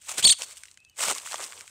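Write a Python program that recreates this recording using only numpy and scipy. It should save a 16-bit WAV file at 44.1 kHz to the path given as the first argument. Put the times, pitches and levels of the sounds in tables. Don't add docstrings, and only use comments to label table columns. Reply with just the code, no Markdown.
import sys
import numpy as np
from scipy import signal
from scipy.fft import rfft, irfft, next_fast_len
from scipy.io import wavfile
from scipy.ndimage import uniform_filter1d, map_coordinates

SR = 44100
rng = np.random.default_rng(int(sys.argv[2]) if len(sys.argv) > 2 else 0)


def dump(signal):
    limited = np.clip(np.atleast_2d(signal).T, -1, 1)
    pcm = np.round(limited * 32767).astype(np.int16)
    wavfile.write(sys.argv[1], SR, pcm)


N = 74970

# frequency_hz, gain_db
AIR_EQ = [(20, -19), (45, -9), (80, 3), (150, -8), (400, -16.5), (1500, -20.5), (2600, -16), (5000, -24.5),
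          (15000, -39)]
# time_s, leaf_db, twig_db
FLURRY_RIDE = [(0.008, -66.5, -86), (0.018, -49, -84), (0.032, -55, -71.5), (0.056, -47, -76),
               (0.082, -41.5, -50), (0.094, -31, -43), (0.106, -38.5, -48), (0.114, -32.5, -42.5),
               (0.132, -42, -50.5), (0.172, -41.5, -54.5), (0.18, -30.5, -35), (0.188, -26, -40.5),
               (0.206, -30, -49), (0.222, -49.5, -49.5)]
SETTLING_RIDE = [(.33, -60, -52), (0.377, -54, -81), (0.385, -40, -56), (.408, -41, -47),
                 (.422, -37, -43.5), (0.436, -32.5, -49.5), (0.451, -49, -61.5), (.495, -46, -57.5),
                 (0.514, -42.5, -57), (.55, -56.5, -62), (0.573, -42.5, -68), (.6, -54.5, -70.5),
                 (.66, -56.5, -71.5), (.73, -61, -78), (.77, -73, -91), (.94, -74, -95)]
FOOTSTEP_RIDE = [(0.955, -64.5, -93), (0.963, -55, -71), (0.991, -32.5, -43), (1.033, -25, -33.5),
                 (1.077, -31, -34.5), (1.083, -26, -31.5), (1.093, -26.5, -41), (1.113, -25.5, -31),
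                 (1.142, -45.5, -65)]
SCRABBLE_RIDE = [(1.149, -37, -46), (1.18, -39.5, -47), (1.2, -44, -55), (1.245, -45, -54),
                 (1.266, -36, -52), (1.295, -40, -57), (1.325, -38, -44), (1.37, -42, -48.5),
                 (1.405, -40, -43), (1.431, -33.5, -44), (1.455, -40, -49.5), (1.5, -47, -56.5),
                 (1.527, -46, -55.5), (1.56, -49.5, -55.5), (1.605, -45.5, -60.5), (1.635, -54.5, -58),
                 (1.668, -53, -68), (1.68, -50.5, -69), (1.7, -54.5, -70)]
# frequency_hz, gain_db
LEAF_EQ = [(880, -36), (1500, -7), (1750, -9.5), (2220, -5.5), (2670, -4), (3410, -4.5), (3720, -5.5),
           (4660, -7.5), (8370, 1.5), (10200, -11), (12300, -17), (14900, -16.5), (15500, -17)]
TWIG_EQ = [(71, -25), (120, -21), (368, -13.5), (584, -1.5), (718, -5), (1150, 0.5), (1240, -1),
           (1660, -12.5), (2200, -5), (2860, -33), (4840, -120)]
# frequency_hz, t60_s
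TREE_DECAY = [(200, 0.18), (1500, 0.36), (4000, 0.59), (9000, .5), (15000, 0.31)]
# start_s, crack_db, knock_db, knock_hz
SNAP_CUES = [(0.0925, -20, -46, 900), (0.114, -30, -33, 790), (0.1817, -14.5, -26.5, 480),
             (.194, -16.5, -32, 700), (.415, -37, -25.5, 496), (.4205, -14, -40, 770),
             (0.434, -21, -39, 1500), (0.486, -33, -55, 2000), (.575, -32, -58, 2000),
             (.6352, -24.5, -33.5, 1600), (.655, -31.5, -46, 1510), (0.6836, -53, -39, 1940),
             (.714, -36.5, -59, 1990), (.743, -42, -65, 3970), (.774, -34, -40, 1620),
             (.803, -44, -65, 4200), (.849, -42, -43.5, 3380), (0.8973, -46, -44, 4580),
             (1.0356, -18, -18.5, 975), (1.038, -12, -25, 1090), (1.078, -17, -36, 885),
             (1.083, -23.5, -14.5, 520), (1.0963, -22, -26, 700), (1.1043, -18, -23.5, 704),
             (1.113, -27.5, -16.5, 525), (1.1233, -18, -22.5, 557), (1.132, -19, -46, 900),
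             (1.15, -20.5, -40, 695), (1.183, -18.5, -39, 810), (1.1995, -27, -45, 1190),
             (1.261, -29, -27, 1010), (1.273, -27.5, -27, 1100), (1.3131, -24, -27, 900),
             (1.321, -19.5, -24, 1720), (1.331, -22, -23, 750), (1.3425, -19, -15, 632),
             (1.357, -20, -26, 2200), (1.3949, -34, -24.5, 700), (1.4037, -21, -27, 1230),
             (1.434, -31, -29, 1930), (1.441, -21.5, -35, 800), (1.523, -30.5, -30.5, 1450),
             (1.531, -33, -32.5, 1190), (1.577, -41, -34, 2560), (1.609, -27, -31.5, 1540),
             (1.678, -30.5, -40, 1380)]
# frequency_hz, gain_db
CRACK_EQ = [(800, -21.5), (1500, -8.5), (2700, -4), (4600, -2.5), (8400, 0.5), (10200, -10.5),
            (12300, -24.5), (15500, -28)]
# pitch_ratio, gain_db
TWIG_MODES = [(1, -0.5), (1.4, 0.5), (1.85, -1), (3, -6)]
# peak_s, half_length_s, level_db
SCRAPE_CUES = [(.15, 0.019, -56), (.19, 0.015, -45), (.47, 0.025, -66), (1.095, .035, -43),
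               (1.18, 0.037, -64.5), (1.425, 0.053, -54.5), (1.59, 0.047, -63)]
THUD_CUES = [(.192, .014, -48), (.252, 0.017, -36), (0.27, 0.0074, -38.5), (0.302, .016, -45),
             (1.092, 0.05, -54.5), (1.26, 0.022, -69)]
# frequency_hz, gain_db
SCRAPE_EQ = [(80, -24), (200, -8), (330, -4), (460, 2), (620, -6.5), (1200, -33), (3000, -69)]
THUD_EQ = [(20, -18), (60, -7), (110, -4), (200, -7.5), (400, -12.5), (1000, -13.5), (3000, -56)]
# time_s, pitch_hz, roughness_share
SQUAWK_CONTOUR = [(.226, 1450, .9), (.239, 1800, .45), (.245, 1660, .2), (.2495, 1720, .2),
                  (.252, 1930, .45), (.2526, 2200, .2), (.257, 2245, .06), (.262, 2265, .02),
                  (.266, 2215, .08), (.2725, 2170, .12), (.2732, 1730, .2), (.277, 1680, .4),
                  (.279, 1750, .8), (.2815, 2130, .15), (.287, 2070, .1), (.2935, 1940, .3),
                  (.2955, 1450, .8), (.3, 1680, .35), (.3075, 1870, .12), (.309, 2260, .1),
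                  (.316, 2220, .02), (.322, 2120, .12), (.3235, 1600, .3), (.336, 1400, .9)]
# time_s, low_db, high_db
SQUAWK_RIDE = [(.226, -34, -35), (.233, -29, -30), (.236, -35, -38), (.241, -22, -26), (.244, -18.5, -17),
               (.249, -16, -14), (.2515, -10.5, -20), (.255, -11.5, -17), (.259, -11.5, -28),
               (.2635, -12, -28), (.266, -18, -13), (.272, -24, -13.5), (.2745, -14, -18), (.28, -21, -20),
               (.286, -22, -19.5), (.292, -17, -17.5), (.296, -24, -20), (.301, -17, -16.5),
               (.307, -14, -20), (.31, -19, -15.5), (.318, -18, -15), (.322, -25, -14), (.325, -19, -21),
               (.329, -29, -25), (.336, -38, -39)]
# time_s, doubling_share
DOUBLING_RIDE = [(.272, 0), (.281, 1), (.291, 1), (.298, 0)]
# pitch_ratio, gain_db
LOW_STACK = [(1, -33), (2, -10.5)]
HIGH_STACK = [(3, -5), (4, 4.5), (5, -0.5), (6, -3), (7, -16.5)]
DOUBLING_STACK = [(1.5, -10.5), (2.5, -17.5), (3, -5), (3.5, -5.5), (4.5, -10)]
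# frequency_hz, gain_db
THROAT_EQ = [(300, -36), (1600, -20.5), (2300, -6), (3200, 0.5), (4500, 1.5), (5300, -9), (6600, -3.5),
             (8300, 5.5), (9100, 1), (9550, -20), (11300, -16.5), (13300, -18), (16000, -28)]
# start_s, length_s, start_hz, end_hz, level_db
WHISTLE_CUES = [(0.784, .06, 2575, 2620, -57), (0.842, 0.043, 2598, 2570, -58),
                (0.878, 0.062, 3030, 2930, -64), (.92, 0.025, 2610, 2510, -65.5)]


def amp(db):
    return 10 ** (np.asarray(db) / 20)


def unit(x):
    return x / np.sqrt(np.mean(x ** 2) + 1e-20)


def along(points, hz):
    frequencies, values = np.transpose(points)
    return np.interp(np.log(hz + 1), np.log(frequencies + 1), values)


def curves(rows):
    times, *columns = np.transpose(rows)
    return [np.interp(np.arange(N) / SR, times, column) for column in columns]


def wobble(knots_per_s):
    return map_coordinates(rng.standard_normal(N), [np.arange(N) * knots_per_s / SR], mode="wrap")


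def coloured(x, eq):
    size = 2 * next_fast_len(N)
    gain = unit(amp(along(eq, np.fft.rfftfreq(size, 1 / SR))))
    cepstrum = irfft(np.log(np.maximum(gain, 1e-5)))
    cepstrum[1:size // 2] *= 2
    cepstrum[size // 2 + 1:] = 0
    return irfft(rfft(x, size) * np.exp(rfft(cepstrum)), size)[:N]


def noise(eq):
    return unit(coloured(rng.standard_normal(N), eq))


def swells(cues):
    t = np.arange(N) / SR
    return sum(amp(db) * np.exp(-((t - peak_s) / half_s) ** 2) for peak_s, half_s, db in cues)


def add(track, start_s, sound):
    part = track[max(0, round(start_s * SR)):][:len(sound)]
    part += sound[:len(part)]


def still_air(level_db=-71):
    return amp(level_db) * noise(AIR_EQ)


def crackle(eq, grains_per_s, decay_cycles, spread_db=3.5, brush_gain=.75):
    count = int(grains_per_s * N / SR)
    t = np.arange(160) / SR
    onset, pick, phase = rng.random((count, 3)).T
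    hz = eq[0][0] + pick * (eq[-1][0] - eq[0][0])
    size = amp(spread_db * np.clip(rng.standard_normal(count), -2, 2)) * np.sqrt(hz)
    cycles = hz[:, None] * t
    fade = np.exp(-cycles / decay_cycles) * (1 - t / t[-1])
    rings = size[:, None] * fade * np.sin(2 * np.pi * (cycles + phase[:, None]))
    places = (onset * N).astype(int)[:, None] + np.arange(len(t))
    grains = unit(np.bincount(places.ravel(), rings.ravel(), N)[:N])
    return unit(coloured(grains + brush_gain * rng.standard_normal(N), eq))


def rustle(trim_db=-.5, clump_db=1.27, clumps_per_s=160):
    leaf_db, twig_db = curves(np.vstack([FLURRY_RIDE, SETTLING_RIDE, FOOTSTEP_RIDE, SCRABBLE_RIDE]))
    leaves = amp(leaf_db) * crackle(LEAF_EQ, grains_per_s=3200, decay_cycles=2)
    twigs = amp(twig_db) * crackle(TWIG_EQ, grains_per_s=1400, decay_cycles=2.5)
    return (leaves + twigs) * amp(trim_db + clump_db * wobble(clumps_per_s))


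def tree_echo(x):
    hz, t, bands = signal.stft(rng.standard_normal(SR // 2), SR, nperseg=256)
    fade = amp(-60 * t / along(TREE_DECAY, hz)[:, None])
    _, tail = signal.istft(bands * fade, SR, nperseg=256)
    return signal.fftconvolve(x, tail / np.linalg.norm(tail))[:N]


def snaps(crack_trim_db=-6.5, knock_trim_db=-7, tail_db=-15, low_cut_hz=360):
    crack_t60_s, tail_t60_s, knock_t60_s = .0051, .03, .013
    cracks, knocks = np.zeros((2, N))
    t = np.arange(SR // 20) / SR
    crack_fade = amp(-60 * t / crack_t60_s) + amp(tail_db - 60 * t / tail_t60_s)
    for start_s, crack_db, knock_db, knock_hz in SNAP_CUES:
        add(cracks, start_s, amp(crack_db + crack_trim_db) * crack_fade * rng.standard_normal(len(t)))
        ring = np.zeros(len(t))
        for i, (ratio, db) in enumerate(TWIG_MODES):
            mode_hz = ratio * knock_hz * np.exp(rng.normal(0, .044))
            ring += (-1) ** i * amp(db) * np.cos(2 * np.pi * mode_hz * t)
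        add(knocks, start_s, amp(knock_db + knock_trim_db - 60 * t / knock_t60_s) * ring)
    low_cut = signal.butter(2, low_cut_hz, "high", fs=SR, output="sos")
    return coloured(cracks, CRACK_EQ) + signal.sosfilt(low_cut, knocks)


def thuds_and_scrapes():
    return swells(THUD_CUES) * noise(THUD_EQ) + swells(SCRAPE_CUES) * noise(SCRAPE_EQ)


def squawk(start_s=.2255, end_s=.337, trim_db=-1, rasp_db=7):
    jitter, shimmer, flutter_hz = .0817, .73, 1500
    pitch_hz, roughness = curves(SQUAWK_CONTOUR)
    low_db, high_db = curves(SQUAWK_RIDE)
    doubling, = curves(DOUBLING_RIDE)
    ragged_hz = pitch_hz * (1 + jitter * roughness * wobble(flutter_hz))
    phase = 2 * np.pi * np.cumsum(ragged_hz) / SR

    def through_throat(stack):
        tone, power = np.zeros((2, N))
        for ratio, db in stack:
            gain = amp(db + along(THROAT_EQ, ratio * pitch_hz))
            flutter = 1 + shimmer * roughness * wobble(2 * flutter_hz)
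            tone += gain * flutter * np.sin(ratio * phase)
            power += gain ** 2 / 2
        return tone, np.sqrt(power)

    voice = np.zeros(N)
    for stack, level_db in (LOW_STACK, low_db), (HIGH_STACK, high_db):
        tone, rms = through_throat(stack)
        voice += amp(level_db + trim_db) * tone / rms
    subtones, _ = through_throat(DOUBLING_STACK)
    voice += doubling * amp(high_db) * subtones
    rasp = amp(rasp_db + low_db) * roughness * noise(THROAT_EQ)
    t = np.arange(N) / SR
    soft_gate = uniform_filter1d(1. * ((t > start_s) & (t < end_s)), size=64)
    return (voice + rasp) * soft_gate


def far_bird(waver_share=.018, waver_hz=200, echo_db=-7):
    whistles = np.zeros(N)
    for start_s, length_s, start_hz, end_hz, db in WHISTLE_CUES:
        progress = np.linspace(0, 1, int(length_s * SR))
        waver = 1 + waver_share * wobble(waver_hz)[:len(progress)]
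        hz = np.interp(progress, [0, 1], [start_hz, end_hz]) * waver
        arch = np.sqrt(np.abs(np.sin(np.pi * progress)))
        add(whistles, start_s, amp(db) * arch * np.sin(2 * np.pi * np.cumsum(hz) / SR))
    return whistles + amp(echo_db) * tree_echo(whistles)


def scene(echo_db=-24.5):
    near = squawk() + rustle() + snaps()
    air = still_air()
    return (near + amp(echo_db) * tree_echo(near) + thuds_and_scrapes() + far_bird() + air)[None]


def record(dry):
    ceiling, top_hz, taper_hz = .52, 15900, 400
    rounded = dry / (1 + np.abs(dry / ceiling) ** 8) ** (1 / 8)
    size = next_fast_len(N + SR // 2)
    passband = np.clip((top_hz - np.fft.rfftfreq(size, 1 / SR)) / taper_hz, 0, 1)
    return irfft(rfft(rounded, size) * passband, size)[..., :N]


dry = scene()
out = record(dry)
dump(out)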